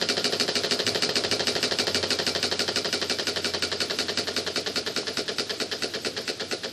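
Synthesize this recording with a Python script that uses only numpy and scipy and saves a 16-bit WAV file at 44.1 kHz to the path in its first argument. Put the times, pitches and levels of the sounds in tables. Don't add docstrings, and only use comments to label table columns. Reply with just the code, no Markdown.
import sys
import numpy as np
from scipy import signal
from scipy.fft import rfft, irfft
from scipy.io import wavfile
from scipy.ndimage import uniform_filter1d

SR = 44100
rng = np.random.default_rng(int(sys.argv[2]) if len(sys.argv) > 2 else 0)


def gain_from_decibels(decibels):
    exponent = np.asarray(decibels, float) / 20
    return 10 ** exponent


def persist_wave(psi):
    counts = np.round(np.clip(psi, -1, 1) * 32767).astype(np.int16)
    wavfile.write(sys.argv[1], SR, np.atleast_2d(counts).T)


N = 296352

SKIP_S, SKIP_SAMPLES = 1.0912, 1024
LENGTH = N + SKIP_SAMPLES

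# (time [s], level [dB])
PRESSURE = [
    (0, -1),
    (1.9, -0.77),
    (3.0, -1.9),
    (4.0, -2.5),
    (5.2, -3.5),
    (6.72, -5.5),
]
# (turn number [1], turn period [ms])
SPEED = [
    (0, 155.01),
    (6, 156.7),
    (12, 159.15),
    (18, 169.8),
    (24, 186.12),
    (30, 212.69),
    (36, 238.5),
]
# (time [s], frequency [Hz], level [dB])
HUM = [(0, 97.6, -51.5), (0.95, 100.4, -54.5), (1.65, 98.3, -53), (1.9, 93.4, -49.5), (3.2, 90.4, -53),
       (4.4, 89.1, -50.5), (6.72, 91.1, -59)]
# (time [s], level [dB], half length [s])
HUM_SWELLS = [(.6, -51.5, 0.087), (0.916, -46, .07), (1.263, -48.5, 0.089), (1.65, -51, 0.089),
              (1.99, -45, .08), (2.45, -56, 0.31), (3.552, -54, .25), (4.38, -60, 0.087)]
# (time [s], level [dB], half length [s])
RUMBLE_SWELLS = [
    (.92, -42, .09),
    (1.317, -39, 0.14),
    (1.652, -43, 0.24),
    (4.21, -53, 0.041),
]
# (frequency [Hz], density [dB per Hz])
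LEAK_SPECTRUM = [(15, -77), (25, -26), (43, -56), (82, -16), (300, -6), (410, -8), (703, -15.5), (997, -25),
                 (1380, -18), (1710, -18.5), (2170, -20), (4500, -12), (9050, -31), (12800, -31.5),
                 (15500, -104)]
# (frequency [Hz], density [dB per Hz])
OUT_CLATTER = [(410, -24.5), (700, -6.5), (965, -22), (1360, -9.5), (1650, -11.5), (2520, -11),
               (2800, -17.5), (4730, 0), (6040, -13), (8210, -16.5), (12400, -37), (15000, -72)]
BACK_CLATTER = [(410, -37), (700, -1), (952, -7), (1650, -10.5), (1830, -1.5), (2400, -10.5), (2730, -6.5),
                (3300, -0.5), (4980, -2), (7040, -15), (9210, -25), (15000, -81)]
# (frequency [Hz], level [dB], decay time T60 [s])
FRAME_MODES = [(1430, -8.5, 0.057), (2322, -17.5, 0.16), (3040, -5.5, 0.015), (3870, -11, 0.051),
               (4210, -1.5, 0.011), (4250, -20, 0.033), (4530, 0.5, 0.013), (4710, -2.5, 0.024),
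               (5050, -11, 0.048), (4990, -3.5, 0.076), (5310, -9.5, 0.089)]
# (frequency [Hz], level [dB], decay time T60 [s])
BOARD_MODES = [(249.4, -24, 0.14)]
# (frequency [Hz], level [dB], decay time T60 [s])
OUT_BENCH = [(165, -14.5, 0.067), (321, -1.5, 0.031), (412.6, 2.5, 0.06), (472, 0, 0.04),
             (528, -0.5, 0.044), (627, -0.5, 0.049), (629, -5.5, 0.11), (695, -10.5, 0.089)]
BACK_BENCH = [(161, -16.5, 0.088), (241, -10.5, 0.094), (350, -3.5, 0.036), (434.6, 4, 0.05),
              (493, -0.5, 0.033), (525.6, -1.5, 0.055), (650, -1.5, 0.044), (696, -7, 0.047)]
# (frequency [Hz], level [dB], decay time T60 [s])
PIN_MODES = [(1514, -7, 0.0072), (2670, -16, 0.0097), (5080, -0.5, 0.01), (6360, -10, 0.0026),
             (8200, -20, .005), (11160, -26, 0.0038), (12760, -22, 0.012), (14450, -24, 0.0034)]
# (frequency [Hz], level [dB], decay time T60 [s])
OUT_ROD = [(1445, 2, 0.026), (1680, 3, 0.0094), (2008, -2.5, 0.021), (2294, -7.5, 0.054),
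           (2666, -6.5, 0.045)]
BACK_ROD = [(1454, 0, 0.0051), (1723, 1.5, 0.015), (1897, -8.5, 0.014)]
# (frequency [Hz], level [dB], decay time T60 [s])
OUT_BRASS = [(2866, -1.5, 0.0096), (3774, -8, 0.049), (4374, -2.5, 0.02), (4940, -1.5, 0.015),
             (6080, -2.5, 0.006), (7670, -17, 0.016), (8230, -11.5, 0.0035), (8950, -12, 0.0065)]
BACK_BRASS = [(2690, -5, 0.0022), (3136, -10.5, 0.043), (4056, -2, 0.013), (4510, -4, 0.013),
              (5060, -6, 0.014), (6130, -26, 0.0092), (7060, -19, 0.014), (8700, -13, 0.0043)]
# (time when fast [ms], time when slow [ms], level when fast [dB], level when slow [dB])
OUT_THUDS = [(0.503, 1, -0.5, -13), (6.93, 5.84, -8, -13), (14.8, 17.52, 2, 5), (22.27, 34, -7, -8.5),
             (29.5, 31, -6.5, 2), (36.31, 42, -3.5, -9), (49.44, 58, -4, -11)]
BACK_THUDS = [(4.85, 5.03, 6.5, -3), (10.28, 12.3, 5, 4.5), (16.22, 16.3, -8, -6), (20.7, 22, -0.5, 6),
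              (30.02, 33, -3, -1), (35.5, 37, 2.5, -0.5), (46.35, 56, -19, -16), (56.7, 50, -25, -2.5)]
# (time when fast [ms], time when slow [ms], brass level [dB], rod level [dB], change when slow [dB])
OUT_BLOWS = [
    (0.095, 0.95, 1, -6, -6.5),
    (1.834, 2.47, -2.5, 4, -1),
    (7.01, 8.5, -13.5, -11.5, 5),
    (10.68, 11, -2.5, 4.5, -19),
    (12.325, 14.5, -7, -5, 4),
    (18, 19.5, -9.5, -34, -16),
    (22.5, 23.5, -24, -23, 20.5),
    (26.04, 29.5, -6, -25.5, -14),
    (35.3, 38, -21, -16, 5),
]
BACK_BLOWS = [
    (1.014, 0.694, 2, 2, -4.5),
    (5.28, 5.6, -15, -10.5, 5.5),
    (10.5, 11.6, -0.8, -22, 3),
    (10.96, 13, -8, 1.5, -3.5),
    (14.18, 24, -11, -4, 2.5),
    (18.76, 21, -16, -12, -1),
    (22.1, 22.5, -6, -12, -2),
    (28.74, 26, -4, -20, -15),
    (41, 52, -24, -12.5, -2),
    (45.7, 50, -28, -18, -3),
]
# (low edge [Hz], high edge [Hz], share kept [1])
PATCHES = [(9300, 9900, .75), (9900, 10600, .45), (10600, 11300, .4), (11300, 12100, .33),
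           (12100, 13000, .35), (13000, 14000, .2), (14000, 15200, .1), (15200, 22050, .01)]

FAST_TURN_S, SLOW_TURN_S = .155, .235
FIRST_OUT_S, BACK_SHARE = .08846, .5153
# (knock [dB], share, bench [dB], share)
OUT_FORCE, BACK_FORCE = (-8.5, 1.27, -29, .5), (-10.5, 0.99, -32, 0.9)
KNOCK_SCATTER_DB, BENCH_SCATTER_DB = 0, 0.32
# (brass [dB], rod [dB], clatter [dB], its fade [ms], frame [dB], its fade [ms], clatter swells at [ms])
OUT_MIX = (-7, -18.5, 1.5, 24, -24.5, 24.5, 11.5)
BACK_MIX = (-8, -12.5, 0.5, 19, -30.5, 41, 7.5)
# (time [ms], level when fast [dB], change when slow [dB])
OUT_PIN, BACK_PIN = (1.75, -5.5, -2.7), (0.48, -12.5, -1.6)
CANCEL_TURN_S, CANCEL_WIDTH_S, CANCEL_DB = 0.178, 0.019, -1.5
LEAK_DB, LEAK_SHARE = -34, 1
WHIRR_DB, WHIRR_SHARE = -43, 5.8
RUMBLE_DB = -48
ROOM_T60_S, ROOM_DB, SIDE_DB = .17, -11, -19


def heard(t):
    return t - (t > SKIP_S) * SKIP_SAMPLES / SR


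def pressure_db(t):
    return np.interp(heard(t), *np.transpose(PRESSURE))


def swells(t, steady_db, rows):
    return gain_from_decibels(steady_db) + sum(gain_from_decibels(db) * np.exp(-((t - s) / half_s) ** 2) for s, db, half_s in rows)


def colour(x, points):
    hz, db = np.transpose(points)
    grid = np.maximum(np.fft.rfftfreq(4096, 1 / SR), 1)
    gain_db = np.interp(np.log(grid), np.log(hz), db)
    cepstrum = irfft(np.log(gain_from_decibels(gain_db)))
    cepstrum[1:2048] *= 2
    cepstrum[2049:] = 0
    response = irfft(np.exp(rfft(cepstrum)))
    response /= np.sqrt(np.sum(response ** 2))
    return signal.oaconvolve(x, response)[:len(x)]


def ring(x, modes):
    out = 0
    for k, (hz, db, t60) in enumerate(modes):
        pole = np.exp(2j * np.pi * hz / SR - np.log(1000) / (t60 * SR))
        mode = signal.lfilter([0, pole.imag], [1, -2 * pole.real, abs(pole) ** 2], x)
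        out = out + (-1) ** k * gain_from_decibels(db) * mode
    return out


def noise():
    return rng.standard_normal(LENGTH)


def narrow(hz, width_hz):
    x = ring(noise(), [(hz, 0, np.log(1000) / np.pi / width_hz)])
    return x / x.std()


def train(seconds, sizes):
    place = np.clip(seconds.ravel() * SR, 0, LENGTH - 2)
    whole = place.astype(int)
    part = place - whole
    early = np.bincount(whole, sizes.ravel() * (1 - part), LENGTH)
    return early + np.bincount(whole + 1, sizes.ravel() * part, LENGTH)


def drift(turns, count, memory):
    steps = rng.standard_normal((turns + 30, count))
    return signal.lfilter([np.sqrt(1 - memory ** 2)], [1, -memory], steps, axis=0)[30:]


def soften(x, hz, order):
    return signal.sosfilt(signal.butter(order, hz, fs=SR, output="sos"), x)


def high_pass(x, hz, order):
    return signal.sosfilt(signal.butter(order, hz, "high", fs=SR, output="sos"), x)


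def workshop_rumble(t):
    return swells(heard(t), RUMBLE_DB, RUMBLE_SWELLS) * gain_from_decibels(-9) * narrow(114.0, 22.0)


def supply_hum(t):
    s, *columns = np.transpose(HUM)
    hum_hz, hum_db = (np.interp(heard(t), s, c) for c in columns)
    phase = 2 * np.pi * np.cumsum(hum_hz + 1.41 * narrow(1, 5.3)) / SR
    return swells(heard(t), hum_db + 0.23, HUM_SWELLS) * np.sqrt(2) * np.sin(phase)


def room(x):
    t = np.arange(int(.5 * SR)) / SR
    decay = np.exp(-np.log(1000) * t / ROOM_T60_S)
    tail = rng.standard_normal(len(t)) * decay * (1 - np.exp(-t / 0.0017))
    tail = colour(tail, [(100, -11), (1000, -9.0), (5000, -9.0), (12000, 18.5)])
    return signal.fftconvolve(x, tail / np.sqrt(np.sum(tail ** 2)))[:LENGTH]


def air_hiss(t, turn_s):
    turns = np.interp(t, turn_s, np.arange(len(turn_s)), left=-.3)
    valve = np.exp(3.7 * (np.cos(2 * np.pi * (turns - .03)) - 1))
    jet = colour(noise(), [(3000, -55), (6000, -3), (8000, 16.5), (10000, -17),
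                           (12500, -1.5), (14500, -20), (16000, -11)])
    flutter_db = 0.78 * narrow(1, 57.0)
    leak = gain_from_decibels(flutter_db - 1.5) * colour(noise(), LEAK_SPECTRUM)
    return gain_from_decibels(LEAK_DB + LEAK_SHARE * pressure_db(t)) * (leak + gain_from_decibels(-9.0) * valve * jet)


def bed_plate_whirr(t):
    whirr = colour(noise(), [(300, -29), (620, 4.5), (1000, -2.5), (1450, -4), (2600, -25.5)])
    return gain_from_decibels(WHIRR_DB + WHIRR_SHARE * pressure_db(t)) * whirr


def stray_part():
    click = train(np.array([5.031 + SKIP_SAMPLES / SR]), gain_from_decibels(np.array([-35])))
    return ring(click, [(820, -2, .03), (1080, 0, .022), (1380, -1, .014)])


def bench_top_swing(rows, slow):
    return ring(train(rows[:, 0] + 0.00647, gain_from_decibels(rows[:, 2] + 29 - 5.0 * slow[:, 0])), BOARD_MODES)


def bench_thuds(rows, slow, thuds, bench):
    s, bench_db = rows[:, :1], rows[:, 2:]
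    fast_ms, slow_ms, fast_db, slow_db = np.transpose(thuds)
    when = s + (fast_ms + slow * (slow_ms - fast_ms)) / 1000
    thud_db = bench_db + 2 + fast_db + slow * (slow_db - fast_db)
    thud_db = thud_db + 2.4 * drift(len(s), len(thuds), 0.99)
    return soften(ring(train(when, gain_from_decibels(thud_db)), bench), 920.0, order=4)


def loose_clatter(rows, slow, spectrum, mix, count=500):
    s, knock_db = rows[:, :1], rows[:, 1:2]
    _, _, clatter_db, clatter_fade_ms, frame_db, frame_fade_ms, swell_ms = mix
    after_ms = 2.8 + 70 * rng.random(count)
    swell = 0.22 + 0.67 / (1 + np.exp((swell_ms - after_ms) / 2.7))
    pattern = 0.76 * drift(len(s), count, 0.94) + .5 * rng.standard_normal((len(s), count))
    size = gain_from_decibels(knock_db) * swell * pattern
    when = s + after_ms * (1 + .08 * slow) / 1000
    chatter = train(when, gain_from_decibels(clatter_db) * size * np.exp(-after_ms / clatter_fade_ms))
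    frame = train(when, gain_from_decibels(frame_db) * size * np.exp(-after_ms / frame_fade_ms))
    return colour(chatter, spectrum) + ring(frame, FRAME_MODES)


def pin_contact(rows, slow, contact):
    ms, db, slow_db = contact
    return ring(train(rows[:, 0] + ms / 1000, gain_from_decibels(rows[:, 1] + db + slow_db * slow[:, 0])), PIN_MODES)


def metal_blows(rows, slow, blows, brass, rod, mix):
    s, knock_db = rows[:, :1], rows[:, 1:2]
    fast_ms, slow_ms, brass_db, rod_db, slow_db = np.transpose(blows)
    when = s + (fast_ms + slow * (slow_ms - fast_ms) - .5) / 1000
    when += fast_ms * 4e-6 * rng.standard_normal(when.shape)
    blow_db = knock_db + slow * slow_db + 0.5 * drift(len(s), len(blows), 0.24)
    sound = ring(train(when, gain_from_decibels(blow_db + mix[0] + brass_db)), brass)
    sound += ring(train(when, gain_from_decibels(blow_db + mix[1] + 4.66 * slow + rod_db)), rod)
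    return soften(sound, 10500.0, order=2)


def strokes(s, force):
    chance = rng.standard_normal((len(s), 2))
    knock_db = force[0] + force[1] * pressure_db(s) + KNOCK_SCATTER_DB * chance[:, 0]
    bench_db = force[2] + force[3] * pressure_db(s) + BENCH_SCATTER_DB * chance[:, 1]
    return np.c_[s, knock_db, bench_db]


def engine_sound(out_s, turn):
    slow = np.clip((turn - FAST_TURN_S) / (SLOW_TURN_S - FAST_TURN_S), 0, 1)[:, None]
    out_slow = slow[1:]
    out = strokes(out_s[1:], OUT_FORCE)
    back = strokes(out_s + BACK_SHARE * turn, BACK_FORCE)
    out[:, 2] += CANCEL_DB * np.exp(-((turn[1:] - CANCEL_TURN_S) / CANCEL_WIDTH_S) ** 2)
    sound = stray_part() + bench_top_swing(out, out_slow)
    sound += bench_thuds(out, out_slow, OUT_THUDS, OUT_BENCH)
    sound += bench_thuds(back, slow, BACK_THUDS, BACK_BENCH)
    sound += loose_clatter(out, out_slow, OUT_CLATTER, OUT_MIX)
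    sound += loose_clatter(back, slow, BACK_CLATTER, BACK_MIX)
    sound += pin_contact(out, out_slow, OUT_PIN) + pin_contact(back, slow, BACK_PIN)
    sound += metal_blows(out, out_slow, OUT_BLOWS, OUT_BRASS, OUT_ROD, OUT_MIX)
    sound += metal_blows(back, slow, BACK_BLOWS, BACK_BRASS, BACK_ROD, BACK_MIX)
    return high_pass(sound, 105.0, order=3)


def scene():
    t = np.arange(LENGTH) / SR
    number, ms = np.transpose(SPEED)
    turn = np.interp(np.arange(-1, number[-1] + 1), number, ms) / 1000
    out_s = FIRST_OUT_S + np.cumsum(turn) - turn - turn[0]
    turn_s = np.append(out_s[1:], out_s[-1] + turn[-1])
    background = workshop_rumble(t) + supply_hum(t) + air_hiss(t, turn_s) + bed_plate_whirr(t)
    engine = engine_sound(out_s, turn)
    mid = background + engine + gain_from_decibels(ROOM_DB) * room(engine)
    side = gain_from_decibels(SIDE_DB) * room(mid)
    start = int(SKIP_S * SR)
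    return np.delete(np.array([mid + side, mid - side]), np.s_[start:start + SKIP_SAMPLES], axis=1)


def patchy_treble(x, size=1024, chance_db=4.0):
    spectrum, hz = rfft(x), np.fft.rfftfreq(N, 1 / SR)
    out = x.copy()
    for low, high, share in PATCHES:
        band = irfft(spectrum * ((hz >= low) & (hz < high)), N)
        level_db = 10 * np.log10(uniform_filter1d(band[0] ** 2, size // 4) + 1e-14)
        level_db -= uniform_filter1d(level_db, SR)
        chance = np.repeat(rng.standard_normal(N // size + 1), size)[:N]
        level_db = level_db + chance_db * chance
        is_open = 1. * (level_db > np.quantile(level_db, 1 - share))
        keep = uniform_filter1d(is_open, size // 8)
        out += band * (keep * gain_from_decibels(4.0) - 1)
    return out


def low_pass(x):
    return signal.sosfilt(signal.butter(12, 15400, fs=SR, output="sos"), x)


def record(dry):
    mix = patchy_treble(high_pass(dry, 70, order=1))
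    return low_pass(mix)


dry = scene()
out = record(dry)
persist_wave(out)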